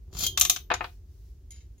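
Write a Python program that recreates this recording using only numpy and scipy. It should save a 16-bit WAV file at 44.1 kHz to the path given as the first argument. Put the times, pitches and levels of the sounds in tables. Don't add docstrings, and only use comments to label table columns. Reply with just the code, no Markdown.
import sys
import numpy as np
from scipy import signal
from scipy.fft import rfft, irfft
from scipy.io import wavfile

SR = 44100
rng = np.random.default_rng(int(sys.argv[2]) if len(sys.argv) > 2 else 0)


def unload_wav(signal):
    wavfile.write(
        sys.argv[1],
        SR,
        np.round(np.clip(np.atleast_2d(signal).T, -1, 1) * 32767).astype(np.int16),
    )


N = 79380
RING_S = 0.6
AGE_S = np.arange(int(RING_S * SR)) / SR

# f/Hz, correlation
CORRELATION = [(40, .995), (90, .985), (180, .92), (350, .82), (700, .65), (1400, .15), (2800, .45),
               (5600, 0), (10000, -.2), (14000, .1)]


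def from_db(db):
    return 10 ** (np.asarray(db) / 20)


def at_hz(points, hz):
    table_hz, values = np.array(points).T[:2]
    return np.interp(np.log(hz + 1), np.log(table_hz), values)


def level(curve):
    times_s, levels_db = np.transpose(curve)
    return from_db(np.interp(np.arange(N) / SR, times_s, levels_db, left=-np.inf, right=-np.inf))


def dying(t60_s):
    return np.exp(-np.log(1000) * AGE_S / t60_s)


def correlation_at(hz):
    return np.clip(at_hz(CORRELATION, hz), -1, 1)


def noise(spectrum, size, tilt_db_per_oct=0, contact_hz=SR):
    hz = np.fft.rfftfreq(size, 1 / SR)
    octaves = np.log2(np.clip(hz, 1000, None))
    gain = from_db(at_hz(spectrum, hz) + tilt_db_per_oct * octaves)
    gain = gain / np.sqrt(1 + (hz / contact_hz) ** 8)
    alike = correlation_at(hz)
    mid, side = rfft(rng.standard_normal((2, size)))
    stereo = np.sqrt(1 + alike) * mid + np.sqrt(1 - alike) * side * [[1], [-1]]
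    x = irfft(gain * stereo, size)
    return x / np.sqrt(np.mean(x ** 2))


def strike(spectrum, modes, t60_s, ring_db, tilt_db_per_oct=0, contact_hz=SR):
    attack_s, mode_scatter_db = 0.00071, 0.93
    x = noise(spectrum, len(AGE_S), tilt_db_per_oct, contact_hz) * dying(t60_s)
    for hz, db, mode_t60_s in modes:
        phase = np.arccos(correlation_at(hz)) / 2 * np.array([[1], [-1]])
        mode_gain = from_db(db + ring_db + mode_scatter_db * rng.standard_normal())
        x = x + mode_gain * np.sin(2 * np.pi * hz * AGE_S + phase) * dying(mode_t60_s)
    return np.sqrt(2) * x * (1 - np.exp(-AGE_S / attack_s))


def place(blows):
    out = np.zeros((2, N + len(AGE_S)))
    for s, db, x in blows:
        start = min(int(s * SR), N)
        out[:, start:start + len(AGE_S)] += from_db(db) * x
    return out[:, :N]


def clinks(hits, spectrum, modes, t60_s):
    return place((s, db, strike(spectrum, modes, t60_s, ring_db, tilt_db_per_oct=tilt))
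                 for s, db, tilt, ring_db in hits)


def convolve_unit_energy(x, response):
    response = response / np.sqrt(np.sum(response ** 2) / 2)
    return signal.fftconvolve(x, response, axes=1)[:, :N]


def scrape(force_db, body):
    slips_per_s, slip_spread_db = 1200, -4.5
    happens = rng.random(N) < slips_per_s / SR
    sign = rng.choice([-1, 1], N)
    size = from_db(slip_spread_db * np.minimum(rng.exponential(1, N), 3))
    slips = happens * sign * size
    return convolve_unit_energy([level(force_db) * slips / slips.std()], body)


def room_floor():
    # f/Hz, relative level/(dB/Hz)
    floor_colour = [(22, -22), (33, -19), (44, 4), (60, 4), (80, 0.13), (100, -7), (140, -19), (220, -26),
                    (380, -25), (550, -39), (1000, -47), (2500, -50), (4500, -49), (6700, -47), (7700, -54),
                    (11000, -53), (15000, -51)]
    return from_db(-47) * noise(floor_colour, N)


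def bench_rumble():
    # t/s, level/dB
    shudder_levels = [(.08, -55), (.14, -45), (.27, -45), (.39, -44.5), (.55, -48.5), (.66, -58),
                      (.76, -48), (.86, -51), (.90, -75)]
    # f/Hz, relative level/(dB/Hz)
    shudder_colour = [(30, -22), (50, 1.5), (85, 3), (125, -9), (165, -8.5), (220, -25.5), (380, -11),
                      (520, -32), (1000, -34.5), (4000, -64.5)]
    return level(shudder_levels) * noise(shudder_colour, N)


def sleeve():
    # t/s, level/dB
    rustle_levels = [(.79, -75), (.84, -57.5), (.96, -70), (1.03, -84.5), (1.12, -72), (1.30, -70.5),
                     (1.39, -83)]
    # f/Hz, relative level/(dB/Hz)
    rustle_colour = [(1000, -5), (2500, -6.5), (5500, 4), (8500, -4.5), (14000, 0)]
    return level(rustle_levels) * noise(rustle_colour, N)


def shed(x):
    t60_s, reverb_db, build_s = 0.18, -8.5, 0.0023
    # f/Hz, level/dB
    reverb_colour = [(200, 0), (1000, -5.5), (2200, 0.5), (4000, 4), (7000, -4.5), (15000, 1.5)]
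    build = 1 - np.exp(-(AGE_S / build_s) ** 2)
    tail = noise(reverb_colour, len(AGE_S)) * dying(t60_s) * build
    return from_db(reverb_db) * convolve_unit_energy(x, tail)


def lean(x):
    # f/Hz, level/dB
    balance = [(150, -3), (350, 4), (700, 6.5), (1400, 5.5), (2800, 1.1), (5600, 4), (10000, 4.5),
               (15000, 8)]
    db = at_hz(balance, np.fft.rfftfreq(2 * N, 1 / SR))
    return irfft(rfft(x, 2 * N) * from_db(np.array([db, -db]) / 2))[:, :N]


def small_part():
    t60_s, slide_ring_db, slide_tilt_db_per_oct = 0.032, -4.5, -10
    # t/s, level/dB, tilt/(dB/octave), free ringing/dB
    part_hits = [(1.5062, -47, 6, 8), (1.519, -47, 7, -29), (1.78, -70.5, -13, 13)]
    # f/Hz, relative level/(dB/Hz)
    part_colour = [(400, -57), (1600, -23), (2200, -9.5), (3800, -3.5), (5500, 0), (6800, 7), (8000, -16.5),
                   (10400, -7), (11500, -19), (13000, -23), (15500, -28)]
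    # f/Hz, level/dB, t60/s
    part_modes = [(2110, -22, .09), (3220, -26, .16), (3800, -22, .1), (6444, -11, .08), (6880, -9, .14),
                  (10380, -15, .12), (12890, -23, .12)]
    # t/s, level/dB
    slide_force = [(1.51, -58.5), (1.535, -61), (1.575, -61.5), (1.60, -64.5), (1.635, -70.5), (1.68, -82)]
    body = strike(part_colour, part_modes, t60_s, slide_ring_db, tilt_db_per_oct=slide_tilt_db_per_oct)
    return scrape(slide_force, body) + clinks(part_hits, part_colour, part_modes, t60_s)


def driver_handle():
    t60_s = 0.053
    # t/s, level/dB, contact cut-off f/Hz, free ringing/dB
    handle_hits = [(0.7023, -25, 3620, -1), (.714, -20.5, 3806, 0.5), (.740, -26, 4150, -28),
                   (0.8076, -27.5, 2830, -1), (0.8417, -31.5, 4470, -4)]
    # f/Hz, relative level/(dB/Hz)
    bench_colour = [(120, -20), (250, -26.5), (370, -2), (600, -13), (780, 3), (1300, 2.5), (1900, -2.5),
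                    (2500, -2.5), (3600, -7), (4200, -8), (5000, -10), (7000, -13), (15000, -16.5)]
    # f/Hz, level/dB, t60/s
    bench_modes = [(305, -23, .12), (373, -16, .14), (420, -21, .1), (506, -16, .13), (680, -12, .07),
                   (716, -6, .1), (810, -12, .09), (870, -12, .09), (1030, -11, .07), (1242, -7, .09),
                   (1326, -11, .1), (1480, -14, .09), (1701, -17, .1), (1825, -17, .1), (2463, -14, .12)]
    return place((s, db, strike(bench_colour, bench_modes, t60_s, ring_db, contact_hz=hz))
                 for s, db, hz, ring_db in handle_hits)


def bolt():
    # t/s, level/dB, tilt/(dB/octave), free ringing/dB
    bolt_hits = [(.3742, -18.5, -5.5, -3.5), (.3968, -19.5, 9.5, -11.5), (.4108, -11, -1, -2.5),
                 (.4498, -20, -4, -1.5), (.4968, -13, 0, -2.5), (.5612, -28.5, -7, -9)]
    # f/Hz, relative level/(dB/Hz)
    bolt_colour = [(200, -24.5), (550, -34), (740, -15.5), (900, -24.5), (1150, -10.5), (1900, -14),
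                   (2500, -5), (3600, 2.5), (5000, -3.5), (6300, 8.5), (7500, 0), (9500, -5), (10600, -8),
                   (11400, 4), (12800, -13), (14300, -0.5), (16000, -15.5)]
    # f/Hz, level/dB, t60/s
    bolt_modes = [(730, -26, .09), (1130, -21, .08), (1240, -26, .09), (2090, -27, .1), (2400, -22, .1),
                  (3667, -20, .11), (3692, -20, .11), (5630, -16, .14), (6196, -11, .14), (6235, -14, .13),
                  (6328, -16, .14), (6666, -16, .13), (7120, -16, .14), (11400, -20, .12), (14826, -20, .3),
                  (14880, -24, .25)]
    return clinks(bolt_hits, bolt_colour, bolt_modes, t60_s=0.048)


def driver_shaft():
    t60_s, scrape_ring_db = 0.043, -12.5
    # t/s, level/dB, tilt/(dB/octave), contact cut-off f/Hz, free ringing/dB
    shaft_hits = [(0.128, -47, -6.5, 14000, -13), (0.149, -41, -6.5, 9000, -13),
                  (0.168, -37.5, -3.5, 18000, -12.5), (0.189, -28, 4.5, 18000, -14),
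                  (0.208, -34.5, 1.5, 18000, -8), (0.2359, -26, 4, 18000, -2.5),
                  (0.2646, -20, 2, 18000, -4), (0.7387, -27, 4.5, 7500, -32)]
    # t/s, level/dB
    scrape_force = [(.11, -75.5), (.135, -51.5), (.165, -45.5), (.185, -38), (.215, -29.5), (.243, -23.5),
                    (.26, -37), (.272, -42), (.285, -90.5)]
    # f/Hz, relative level/(dB/Hz)
    shaft_colour = [(150, 0), (400, -15), (700, -13), (1000, -13), (1300, -11.5), (1800, -17), (2600, -8.5),
                    (3600, -3), (5200, -2.5), (7000, 4.5), (8100, -17), (11000, -6), (15000, -9.5)]
    # f/Hz, level/dB, t60/s
    shaft_modes = [(3117, -16, .4), (3208, -4, .27), (3596, -16, .13), (4086, -14, .14), (4506, -18, .12),
                   (6352, -13, .15), (6630, -16, .17), (6880, -14, .11), (11150, -20, .1)]
    slide = scrape(scrape_force, strike(shaft_colour, shaft_modes, t60_s, scrape_ring_db))
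    taps = place((s, db, strike(shaft_colour, shaft_modes, t60_s, ring_db, tilt, hz))
                 for s, db, tilt, hz, ring_db in shaft_hits)
    return slide + taps


def scene():
    background = room_floor() + bench_rumble() + sleeve()
    handling = small_part() + lean(driver_handle() + bolt() + driver_shaft())
    return background + handling + shed(handling)


def record(dry):
    cutoff_hz = 15900
    lowpass = signal.firwin(201, cutoff_hz, fs=SR, window=("kaiser", 8))
    return signal.fftconvolve(np.clip(dry, -1, 1), [lowpass], "same", axes=1)


dry = scene()
out = record(dry)
unload_wav(out)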